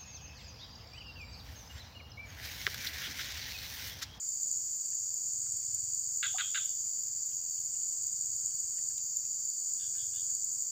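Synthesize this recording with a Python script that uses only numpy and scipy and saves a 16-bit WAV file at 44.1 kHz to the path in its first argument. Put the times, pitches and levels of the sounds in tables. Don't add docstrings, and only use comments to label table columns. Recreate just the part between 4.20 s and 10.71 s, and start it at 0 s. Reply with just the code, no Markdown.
import sys
import numpy as np
from scipy import signal
from scipy.fft import rfft, irfft, next_fast_len
from scipy.io import wavfile
from scipy.ndimage import uniform_filter1d

SR = 44100
rng = np.random.default_rng(int(sys.argv[2]) if len(sys.argv) > 2 else 0)


def store_wav(level_fs):
    pcm = np.round(np.clip(np.atleast_2d(level_fs), -1, 1) * 32767)
    wavfile.write(sys.argv[1], SR, pcm.T.astype(np.int16))


N = 287072


def undb(db):
    return 10 ** (np.asarray(db) / 20)


def level(x, db):
    return x * undb(db) / np.sqrt(np.mean(x ** 2))


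def decay(t60):
    t = np.arange(int(t60 * SR)) / SR
    return t, np.exp(-np.log(1000) * t / t60)


def columns_of(*values, count):
    return [np.broadcast_to(v, count)[:, None] for v in values]


def place(starts, waves):
    at = np.round(np.asarray(starts) * SR).astype(int)[:, None] + np.arange(waves.shape[1])
    inside = (at >= 0) & (at < N)
    return np.bincount(at[inside], waves[inside], N)


def rings(starts, hz, size, t60, glide=0., rise=0.26):
    hz, size, t60 = columns_of(hz, size, t60, count=len(starts))
    t = np.arange(int(t60.max() * SR)) / SR
    attack = 1 - np.exp(-t * hz / rise)
    damping = np.exp(-np.log(1000) * t / t60)
    phase = 2 * np.pi * hz * (t + glide * t * t / 2)
    return place(starts, size * attack * damping * np.sin(phase))


def strokes(starts, from_hz, to_hz, length, size, overtone):
    from_hz, to_hz, size, overtone = columns_of(from_hz, to_hz, size, overtone, count=len(starts))
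    samples = int(length * SR)
    u = np.arange(samples) / samples
    cycles = length * (from_hz * u + (to_hz - from_hz) * u * u / 2)
    phase = 2 * np.pi * (cycles + rng.random((len(starts), 1)))
    wave = np.sin(phase)
    octave = 2 * wave * np.cos(phase)
    return place(starts, size * np.sin(np.pi * u) ** 2 * (wave + overtone * octave))


def band(x, hz, width):
    edges = [hz - width / 2, hz + width / 2]
    return signal.sosfilt(signal.butter(2, edges, "bandpass", fs=SR, output="sos"), x)


def scatter(x, t60):
    t, envelope = decay(t60)
    tail = rng.standard_normal(len(t)) * envelope
    return signal.fftconvolve(x, tail / np.sqrt(np.sum(tail ** 2)))[:N]


def drift(x, t60, size=8192):
    t, envelope = decay(t60)
    out, padded = np.zeros(N + 3 * size + len(t)), np.pad(x, size)
    for at in range(0, N + size, size // 2):
        tail = rng.standard_normal(len(t)) * envelope
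        part = padded[at:at + size]
        window = np.sin(np.pi * np.arange(len(part)) / size)
        wet = signal.fftconvolve(part * window, tail)
        out[at:at + len(wet)] += wet
    return level(out[size:size + N], 0) * np.sqrt(np.mean(x ** 2))


def walk(rate):
    k = int(SR / rate)
    steps = np.repeat(rng.standard_normal(N // k + 1), k)
    return level(uniform_filter1d(uniform_filter1d(steps, k), k)[:N], 0)


def near_crickets(waver_s=.0012, scatter_db=4.0, waver_hz=62.0, wet=0.23):
    # groups a second, first stroke in seconds, start and end pitch in Hz, stroke length in seconds,
    # level in dB, overtone in dB, and the levels of the four strokes of a group in dB.
    singers = [(21.11, 0.0034, 7500, 6706, 0.0073, -44, -20, (-24.5, -17.5, 4, 6.5)),
               (19.48, -0.012, 6820, 6380, .0075, -56, -18.5, (-5.5, -5.5, -6, -16))]
    out = 0
    for rate, first, from_hz, to_hz, length, db, overtone_db, pattern in singers:
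        starts = first + np.arange(600) / (len(pattern) * rate)
        starts = starts + waver_s * walk(1.5)[np.clip(starts * SR, 0, N - 1).astype(int)]
        force, pitch = rng.standard_normal((len(starts), 2)).T
        size = undb(np.resize(pattern, len(starts)) + scatter_db * force)
        shift = waver_hz * pitch
        dry = strokes(starts, from_hz + shift, to_hz + shift, length, size, undb(overtone_db))
        out = out + level(dry + wet * drift(dry, 0.14), db)
    return out


def crowds(count=12, near_db=2.5, tempo=.04, rest_db=-12, wet=0.47):
    # middle pitch, spread and fall in Hz, stroke length in seconds, strokes a second.
    choirs = [(6940, 255, 600, .007, 84), (7560, 170, 500, .007, 88), (4685, 120, 260, .008, 70),
              (5740, 380, 400, .006, 90)]
    # level in dB before a slow waver, overtone in dB at the middle pitch,
    # overtone rise in dB per kHz.
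    strengths = [(-37, -30.5, 18.5), (-48.5, -11, 4.5), (-55, -59, 5), (-54.5, -59.5, -3.5)]
    out = 0
    for (hz, spread, fall, length, rate), (db, overtone_db, rise_db) in zip(choirs, strengths):
        own = rng.standard_normal((count, 3))
        offset = spread * np.linspace(-1.7, 1.7, count)[:, None]
        k = np.arange(660)
        starts = k / (rate * (1 + tempo * own[:, :1])) - .2 * rng.random((count, 1))
        pitch = hz + offset + 0 * starts
        size = undb(near_db * own[:, 1:2] - 2.47 * (offset / spread) ** 2 + rest_db * (k % 4 == 0))
        overtone = undb(overtone_db + rise_db * (pitch - hz) / 1000)
        starts, pitch, size, overtone = (v.ravel() for v in (starts, pitch, size, overtone))
        dry = strokes(starts, pitch + fall / 2, pitch - fall / 2, length, size, overtone)
        mix = (1 - wet) * dry + wet * drift(dry, 0.64)
        out = out + level(mix, db) * undb(0.23 * walk(3.48))
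    return out


def trill(gain, rate, from_hz, to_hz, length, wet=0.37):
    starts = np.arange(1100) / rate + .00015 * rng.standard_normal(1100)
    size = undb(0.9 * rng.standard_normal(1100))
    dry = strokes(starts, from_hz, to_hz, length, size, 0.)
    return level((1 - wet) * dry + wet * drift(dry, 0.34), 0) * gain


def swelling_triller(from_db=-64, to_db=-49, swell_s=0.54, soft_db=-55):
    # start, drop to the soft hold, and end in seconds.
    swell_times = [(-0.5, -.2, .73), (0.6, 2.0, 2.7), (3, 5, 4.78), (5, 6.42, 7.1)]
    t, gain = np.arange(N) / SR, 0
    for start, drop, end in swell_times:
        rise_db = from_db + (to_db - from_db) * np.clip((t - start) / swell_s, 0, 1)
        gain = gain + (t > start) * (t < end) * undb(np.where(t < drop, rise_db, soft_db))
    return trill(uniform_filter1d(gain, size=800), 84.82, 8220.0, 7830.0, .009)


def engine(firings_a_second=20.25, scatter_db=2.0, waver=0.01176):
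    # time in seconds, level in dB about which the thuds waver.
    loudness = [(0, -72), (.7, -72.5), (1.1, -67.5), (1.7, -63.5), (2.5, -70), (3.3, -72), (3.6, -67.5),
                (4.7, -68.5), (5.5, -72.5), (6.2, -67.5), (6.51, -72.5)]
    turns = np.cumsum(firings_a_second * (1 + waver * walk(2.7))) / SR
    starts = np.flatnonzero(np.diff(np.floor(turns))) / SR
    size = undb(scatter_db * rng.standard_normal(200))[:len(starts)]
    thuds = band(band(rings(starts, 110.3, size, .06), 108., 104.0), 110., 130.)
    s, db = np.transpose(loudness)
    level_db = np.interp(np.arange(N) / SR, s, db)
    return level(thuds + .5 * drift(thuds, 0.39), 0) * undb(level_db + 1.5 * walk(8.))


def air(level_db=-59):
    # frequency in Hz, relative spectral density in dB per Hz.
    colour = [(20, -19), (45, -8), (110, 1), (250, -7.5), (500, -12.5), (1000, -16), (2500, -18),
              (4000, -17.5), (8600, 1), (9600, -19.5), (10300, -45), (12000, -28.5), (13500, -37)]
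    hz, db = np.transpose(colour)
    size = next_fast_len(N)
    f = np.maximum(np.arange(size // 2 + 1) * SR / size, 1)
    spectrum = rfft(rng.standard_normal(size)) * undb(np.interp(np.log(f), np.log(hz), db))
    return level(irfft(spectrum, size)[:N], level_db) * undb(0.59 * walk(3.83))


def leaves(level_db=-88., patchy_db=3.5):
    out = 0
    for hz in 600 * np.sqrt(2) ** np.arange(6):
        rustle = level(band(rng.standard_normal(N), hz, hz / 3), level_db)
        out = out + rustle * undb(patchy_db * walk(30))
    return out


def twigs(count=150, rustle_db=-70.0, tail_db=2.5, t60=0.01):
    # time in seconds, size in dB before filtering, pitch in Hz.
    taps = [(0.0235, -53.5, 1430), (0.7289, -56, 1770), (1.2645, -52.5, 1390), (1.423, -57, 2320),
            (1.5725, -58.5, 1600), (3.1188, -52, 3080), (3.3767, -55.5, 3150), (3.5523, -54.5, 2900),
            (3.6137, -59, 2990), (3.7249, -57.5, 3010), (4.3091, -57.5, 3140), (4.584, -50.5, 1900),
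            (4.7045, -57.5, 1690), (4.777, -45.5, 3950), (5.051, -54, 2550), (5.1961, -57.5, 1284),
            (5.5704, -59.5, 3350), (5.7518, -50, 1630), (5.9217, -60.5, 3000), (6.095, -52, 1640)]
    s, db, hz = np.transpose(taps)
    ticks = rings(s, hz, undb(db), t60, rise=0.082) + rings(s, 1.4 * hz, undb(db - 2.5), 0.63 * t60)
    when, pitch, force = rng.random((count, 3)).T
    size = undb(rustle_db - tail_db * np.log(1 - force))
    faint = rings(when * N / SR, 900. * 4.2 ** pitch, size, t60)
    snap = rings([4.796], 11000., undb(-53), 0.00066)
    dry = band(ticks + faint, 2730.0, 3000.0) + snap
    return dry + 0.98 * drift(dry, 0.098)


def buzzer(from_db=-88.5, to_db=-74.5, bend=.6):
    buzz_times = [(0.062, 0.54), (.66, 1.07), (1.22, 1.68), (1.82, 2.31), (2.414, 2.91), (3.033, 3.47),
                  (3.62, 4.138), (4.26, 4.735), (4.832, 5.316), (5.46, 6), (6.057, 6.8)]
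    t, gain = np.arange(N) / SR, 0
    for start, end in buzz_times:
        u = (t - start) / (end - start)
        swell_db = from_db + (to_db - from_db) * np.clip(u, 0, 1) ** bend
        gain = gain + (u > 0) * (u < 1) * undb(swell_db)
    return trill(uniform_filter1d(gain, size=800), 155.8, 11650.0, 11220.0, 0.0045)


def drops():
    # time in seconds, starting pitch in Hz, size in dB before filtering, 60 dB decay time in seconds.
    bubbles = [(.262, 580, -54, 0.044), (2.143, 750, -39.5, 0.081), (2.157, 1206, -43, 0.037),
               (2.167, 940, -46, 0.045)]
    s, hz, db, t60 = np.transpose(bubbles)
    plops = band(rings(s, hz, undb(db), t60, glide=0.7, rise=0.91), 990.0, 850.0)
    return plops + 0.59 * scatter(plops, 0.2)


def croaks(table, rate=430, jitter=.3, scatter_db=3.0, fade=3.5, waver=.02, swell_db=0.):
    # start and end pitch in Hz, start and end level in dB,
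    # 60 dB decay time in seconds.
    throat = [(1622, 1110, -1.5, -1, 0.012), (2170, 1700, -2, -15.5, 0.0077),
              (2820, 2400, 1.5, -13.5, 0.0048), (3530, 3310, -1, -4.5, 0.0081),
              (4460, 2100, -6.5, -28, 0.0066)]
    out = 0
    for start, length, db in table:
        timing, force, pitch = rng.standard_normal((40, 3)).T
        t = np.cumsum(np.exp(jitter * timing) / rate)
        t = t - t[0]
        u = np.minimum(t / length, 1)
        size = undb(scatter_db * force - swell_db * (1 - u)) * (u < 1)
        sink = u ** fade
        croak = 0
        for from_hz, to_hz, from_db, to_db, t60 in throat:
            hz = (from_hz + (to_hz - from_hz) * sink) * (1 + waver * pitch)
            croak = croak + rings(start + t, hz, size * undb(from_db + (to_db - from_db) * sink), t60)
        out = out + undb(db) * croak / np.sqrt(np.sum(croak ** 2) / (length * SR))
    return signal.sosfilt(signal.cheby2(5, 45, [920, 6300], "bandpass", fs=SR, output="sos"), out)


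def near_frog():
    # start and length in seconds, level in dB before the sac filter.
    calls = [(2.028, 0.043, -34.5), (2.184, 0.036, -34), (2.346, 0.044, -36)]
    # middle and width in Hz, gain in dB, 60 dB decay time in seconds.
    banks = [(1490, 740, -12.5, 0.29), (2400, 700, -5, 0.29), (3210, 405, 4, 0.43), (3920, 1600, -6, 0.34)]
    near = croaks(calls)
    return near + sum(undb(db) * band(scatter(near, t60), hz, width) for hz, width, db, t60 in banks)


def far_frog():
    # start and length in seconds, level in dB before smearing and filtering.
    answers = [(5.59, 0.052, -50), (5.755, 0.047, -48), (5.925, 0.059, -50)]
    far = drift(croaks(answers, swell_db=9.0), .3, size=1024)
    return band(far, 3250.0, 670.0) + undb(-10.5) * band(far, 1650., 120.)


def scene():
    insects = near_crickets() + crowds() + swelling_triller() + buzzer()
    surroundings = engine() + air() + leaves() + twigs() + drops()
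    return (insects + surroundings + near_frog() + far_frog())[None]


def record(dry, top_hz=15440):
    return signal.sosfilt(signal.ellip(12, .2, 60, top_hz, fs=SR, output="sos"), dry)


dry = scene()
out = record(dry)
store_wav(out)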